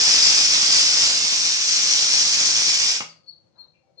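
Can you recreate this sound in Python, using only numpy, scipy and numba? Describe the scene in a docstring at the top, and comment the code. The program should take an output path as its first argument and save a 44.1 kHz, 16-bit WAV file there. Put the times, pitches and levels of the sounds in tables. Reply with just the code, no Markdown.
"""Pressure cooker letting off steam

Close to a phone in a tiled kitchen, steam blows out under a cooker's lifted weight valve.
For three seconds the jet hisses, rings the valve and overloads the microphone into a low rasp;
then the weight drops shut with a small knock.
Steam leaking past the seat gives three short whistles over the low murmur of the gas burner."""
import sys
import numpy as np
from scipy import signal
from scipy.fft import rfft, irfft
from scipy.io import wavfile
from numba import njit

SR = 44100
rng = np.random.default_rng(int(sys.argv[2]) if len(sys.argv) > 2 else 0)


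def generate_wav(signal):
    """Clip the signal to [-1, 1] and save it as 16-bit WAV at the path in sys.argv[1]."""
    frames = np.transpose(np.atleast_2d(signal))
    scaled = np.clip(frames, -1, 1) * 32767
    pcm = np.round(scaled).astype(np.int16)
    wavfile.write(sys.argv[1], SR, pcm)


N = 176400
BIN_HZ = np.arange(N // 2 + 1) * SR / N
SHUT_S = 2.969  # the weight starts to seal the vent
ROOM_T60_LOW_S, ROOM_T60_HIGH_S = 0.34, 0.28


def undb(db):
    """Decibels to gain."""
    return 10 ** (np.asarray(db) / 20)


def unit(x):
    """Scale to rms 1."""
    return x / np.sqrt(np.mean(x ** 2))


def on_bins(points):
    """Draw a curve through (Hz, value) points on a log frequency axis."""
    hz, value = np.array(points).T
    return np.interp(np.log(BIN_HZ + 1), np.log(hz), value)


def coloured(spectrum, grain=1):
    """Noise shaped in time by grain, then by an EQ curve; rms 1."""
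    return unit(irfft(rfft(rng.standard_normal(N) * grain) * undb(on_bins(spectrum)), N))


def pan(db):
    """Constant-power stereo gains, the left db above the right."""
    gains = undb(np.array([db, -db]).reshape(2, -1) / 2)
    return gains / np.sqrt(np.mean(gains ** 2, axis=0))


def walk(hz):
    """Smooth random modulation up to the given rate; rms 1."""
    return unit(irfft(rfft(rng.standard_normal(N)) / (1 + (BIN_HZ / hz) ** 4), N))


@njit
def sweep_filter(x, hz, width_hz):
    """State-variable band-pass with a moving centre."""
    y, band_state, low_state = np.empty(len(x)), 0., 0.
    for i in range(len(x)):
        g, damping = np.tan(np.pi * hz[i] / SR), width_hz / hz[i]
        v = (band_state + g * (x[i] - low_state)) / (1 + g * (g + damping))
        band_state, low_state = 2 * v - band_state, low_state + 2 * g * v
        y[i] = damping * v
    return y


def band(hz, width_hz):
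    """Turbulence in a steep resonance, roughly width_hz wide; rms 1."""
    centre, stage_width = hz + np.zeros(N), 1.77 * width_hz
    once = sweep_filter(rng.standard_normal(N), centre, stage_width)
    return unit(sweep_filter(once, centre, stage_width))


def walls(t60):
    """One stereo tail of dense reflections off the tiles."""
    t = np.arange(SR // 2) / SR
    tail = rng.standard_normal((2, len(t))) * undb(-60 * t / t60) * np.minimum(t / 0.0031, 1)
    return tail / np.sqrt(np.sum(tail ** 2, axis=1, keepdims=True))


def kitchen(x, t, wet_db, t60, tails=1):
    """Direct sound, later on the left, plus reverb; several tails crossfade as the phone moves."""
    lag_s = np.array([[0.00017], [0]])
    direct = irfft(rfft(x) * np.exp(-2j * np.pi * BIN_HZ * lag_s), N)
    place = t / t[-1] * (tails - 1)
    wet = 0
    for k in range(tails):
        blend = np.sqrt(np.maximum(1 - abs(place - k), 0))
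        wet += signal.fftconvolve(x, walls(t60), axes=1)[:, :N] * blend
    return (direct + undb(wet_db) * wet) / np.hypot(1, undb(wet_db))


def burner():
    """The gas flame's low murmur, wide and gently wavering."""
    # tone of the flame and the room: freq_hz, relative_db
    spectrum = [(25, -15.5), (70, -6), (120, 2), (170, 3), (240, -6.5), (350, -4.5), (440, -13), (520, 1),
                (600, -7), (700, -8), (1100, -17), (2000, -24.5), (4000, -25.5), (6000, -24.5),
                (9000, -40.5)]
    murmur = np.array([coloured(spectrum) for _ in range(2)])
    return murmur * undb(-66.5 + 1.2 * walk(hz=8)) * pan(db=3)


def rustles(t):
    """Soft, short noises around the stove."""
    # puffs of band noise: start_s, length_s, centre_hz, width_hz, level_db
    puffs = [(3.548, 0.13, 840, 347, -66.5), (3.55, .1, 1480, 250, -72.5), (3.735, 0.073, 2450, 250, -70.5),
             (3.863, .06, 540, 90, -65.5), (3.968, .05, 497, 111, -60.5)]
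    out = 0
    for start, length, hz, width, db in puffs:
        fade = np.clip(np.minimum(t - start, start + length - t) / 0.01, 0, 1)
        out += band(hz, width) * undb(db) * fade
    return out * pan(db=13)


def clinks(t):
    """Faint, soft-edged rings of nearby metalware."""
    # metal rings: start_s, pitch_hz, level_db, t60_s
    rings = [(3.734, 2390, -64.5, .3), (3.745, 2730, -63, .25), (3.828, 778, -59, 0.48),
             (3.84, 2270, -78, .35)]
    out = 0
    for start, hz, db, t60 in rings:
        age = np.maximum(t - start, 0)
        out += np.sin(2 * np.pi * hz * age) * np.minimum(age / .012, 1) * undb(db - 60 * age / t60)
    return out * pan(db=16)


def swell(age, hold_s, attack_s=0.018, release_s=0.014):
    """A whistle's envelope: a quick rise, dying away once age passes hold_s."""
    return np.clip(age / attack_s, 0, 1) * np.exp(-np.maximum(age - hold_s, 0) / release_s)


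def leak(t):
    """Steam seeps past the seat and catches into short whistles that sag and fray as they die."""
    # thin sizzle at the valve seat: time_s, centre_hz, level_db
    seep = [(3.0, 4850, -58), (3.11, 4630, -49), (3.17, 4350, -68), (3.22, 4470, -72), (3.27, 4360, -57),
            (3.33, 4400, -76), (3.52, 4270, -81), (3.56, 4100, -66.5), (3.7, 4330, -80), (3.93, 4240, -86),
            (4.0, 4270, -62)]
    # leak whistles: start_s, pitch_hz, level_db, hold_s
    whistles = [(3.271, 4416, -33.5, 0.026), (3.576, 4230, -42.5, 0.05), (3.973, 4200, -39, .03)]
    sag_hz_per_s, wobble_hz, fray_db = 2050, 40, -18
    times, hz, db = np.array(seep).T
    out = band(np.interp(t, times, hz), width_hz=170) * undb(np.interp(t, times, db)) * (t > SHUT_S)
    for start, pitch, level_db, hold in whistles:
        age = t - start
        glide = pitch - sag_hz_per_s * np.maximum(age - hold, 0) + wobble_hz * walk(hz=190)
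        tone = np.sin(2 * np.pi * np.cumsum(glide) / SR) * swell(age, hold)
        fray = band(pitch - 230, width_hz=160) * swell(age - .026, hold)  # a lower, later hiss
        out += undb(level_db) * (tone + undb(fray_db) * fray)
    return out * pan(db=10.5)


def knock(t):
    """The weight lands with a dull clunk and sets the lid ringing."""
    # lid modes: pitch_hz, relative_db, t60_s
    lid = [(163, -8.5, 0.36), (590, -13.5, 0.61), (834, -5.5, 0.14), (1025, -5, .12), (1254, -1, .18),
           (2150, 0, 0.116), (2840, -2, 0.09), (2870, -1, .13), (3488, -19, .1)]
    # tone of the clunk: freq_hz, relative_db
    spectrum = [(40, -28), (130, -5), (300, -1), (500, -5), (800, 1.5), (1300, 2), (1700, -8), (2200, -1),
                (2900, -1.5), (4000, -17), (8000, -38)]
    land_s, decay_s = 3.005, 0.012
    age = np.maximum(t - land_s, 0)
    modes = sum(np.sin(2 * np.pi * hz * age) * undb(db - 60 * age / t60) for hz, db, t60 in lid)
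    burst = (t > land_s) * np.exp(-age / decay_s)
    clunk = coloured(spectrum, burst) * np.sqrt(decay_s * SR / (2 * N))  # starts near rms 1
    return (undb(-37) * modes + undb(-25) * clunk) * pan(db=3.5)


def mic_overload_rasp(t):
    """Low crackling rasp of the right microphone port, overloaded by the hiss."""
    # tone of the rasp: freq_hz, relative_db
    spectrum = [(25, -16), (45, -7), (80, -1.5), (130, 1), (400, 0), (1000, 0.5), (2000, -1), (3500, 4.5),
                (7000, -33.5)]
    # its level ride: time_s, relative_db
    ride = [(0.0, -33), (0.29, -35.5), (0.31, -31), (0.35, -39.5), (0.41, -34), (0.48, -40), (0.53, -36),
            (1.07, -37.5), (1.71, -45.5), (1.88, -40.5), (2.24, -37.5), (2.34, -44.5), (2.4, -35),
            (2.46, -40), (2.65, -39), (2.97, -41.5)]
    crackle = undb(5.5 * walk(hz=1800))
    level_db = np.interp(t, *np.array(ride).T) + 4.5
    return coloured(spectrum, crackle) * undb(level_db) * pan(db=-37)


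def jet_hiss():
    """The steam's broad, grainy hiss, split unevenly between the two microphone ports."""
    # tone of the hiss: freq_hz, relative_db
    spectrum = [(60, -44), (130, -30.5), (500, -25.5), (1000, -18), (1800, -11), (2300, -5), (3100, -3),
                (3900, -2.5), (4600, 2.5), (5800, 2), (6600, -1), (7300, -3.5), (7900, -13), (8900, -13.5),
                (9500, -25), (10000, -60)]
    # its stereo spread: freq_hz, left_minus_right_db
    sides = [(200, 5.5), (1800, -6), (2500, 0), (3900, -2), (4500, 4.5), (5300, -5), (6100, -7.5),
             (6600, -6.5), (7100, -19.5), (8700, -25), (9300, -11), (9800, 8.5)]
    grain = undb(1.7 * walk(hz=450))
    return irfft(rfft(coloured(spectrum, grain)) * pan(on_bins(sides)), N)


def valve_ring(jet_hz):
    """The valve's narrow resonances, each ringing most when the jet's band lies on it."""
    # resonances: centre_hz, width_hz, relative_db
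    resonances = [(4390, 23, -15.5), (4950, 140, 2.5), (4970, 21, -7.5), (5315, 28, -3.5), (5580, 41, -19),
                  (5780, 28, 4), (5950, 80, 0.5)]
    reach_hz = 500
    ring = 0
    for hz, width, db in resonances:
        ring += band(hz, width) * undb(db + .8 * walk(hz=13)) / np.hypot(1, (hz - jet_hz) / reach_hz)
    return unit(ring) * pan(db=14.5)


def jet(t):
    """Fluttering steam: hiss, a wandering band and valve ring, plus the microphone's overload rasp."""
    # steam flow: time_s, relative_db, band_hz (before its swing is widened)
    contour = [(0.0, -17, 5310), (0.26, -18, 5300), (0.64, -18.5, 5455), (0.68, -19.5, 5180),
               (0.76, -17, 5250), (0.99, -20, 5390), (1.0, -17.5, 5443), (1.09, -20, 5090),
               (1.21, -21, 5360), (1.64, -22, 5580), (1.68, -20.5, 5630), (2.38, -19.5, 5410),
               (2.51, -20.5, 5740), (2.55, -19.5, 5480), (2.91, -21.5, 5430), (2.93, -25.5, 5505)]
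    seal_s, flutter_db, band_swing = 0.028, 0.66, 1.8
    times, db, hz = np.array(contour).T
    flow_db, band_hz = np.interp(t, times, db), np.interp(t, times, hz)
    opening = np.exp(-np.maximum(t - SHUT_S, 0) / seal_s)
    flow = opening * undb(flutter_db * walk(hz=25))
    drive = flow * undb(flow_db)
    hiss = jet_hiss()
    centre_hz = band_hz.mean() + band_swing * (band_hz - band_hz.mean())
    focus_db = .6 * (flow_db - flow_db.mean())  # stronger flow brings the band forward
    core = band(centre_hz, width_hz=490) * undb(focus_db + 2 * walk(hz=4.7)) * pan(db=14)
    steam = drive * (undb(1) * hiss + undb(-5) * core)
    ring = drive * undb(-6.5) * valve_ring(centre_hz)
    rasp = flow * mic_overload_rasp(t)
    return (kitchen(steam, t, wet_db=-2, t60=ROOM_T60_HIGH_S, tails=6)
            + kitchen(ring, t, wet_db=-15.5, t60=ROOM_T60_HIGH_S)
            + kitchen(rasp, t, wet_db=-14, t60=ROOM_T60_LOW_S))


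def scene():
    """The cooker and the stove in the kitchen."""
    t = np.arange(N) / SR
    foley = kitchen(knock(t) + rustles(t) + clinks(t), t, wet_db=-4, t60=ROOM_T60_LOW_S)
    return jet(t) + foley + kitchen(leak(t), t, wet_db=-4, t60=0.36) + burner()


def record(dry):
    """The phone drops the deepest bass, rounds the highest peaks and cuts the top."""
    low_cut_hz, ceiling, top_hz = 58, .85, 9900
    x = signal.sosfilt(signal.butter(3, low_cut_hz, "high", fs=SR, output="sos"), dry)
    x = x / (1 + (x / ceiling) ** 8) ** (1 / 8)
    return signal.sosfilt(signal.ellip(10, .2, 80, top_hz, fs=SR, output="sos"), x)


dry = scene()
out = record(dry)
generate_wav(out)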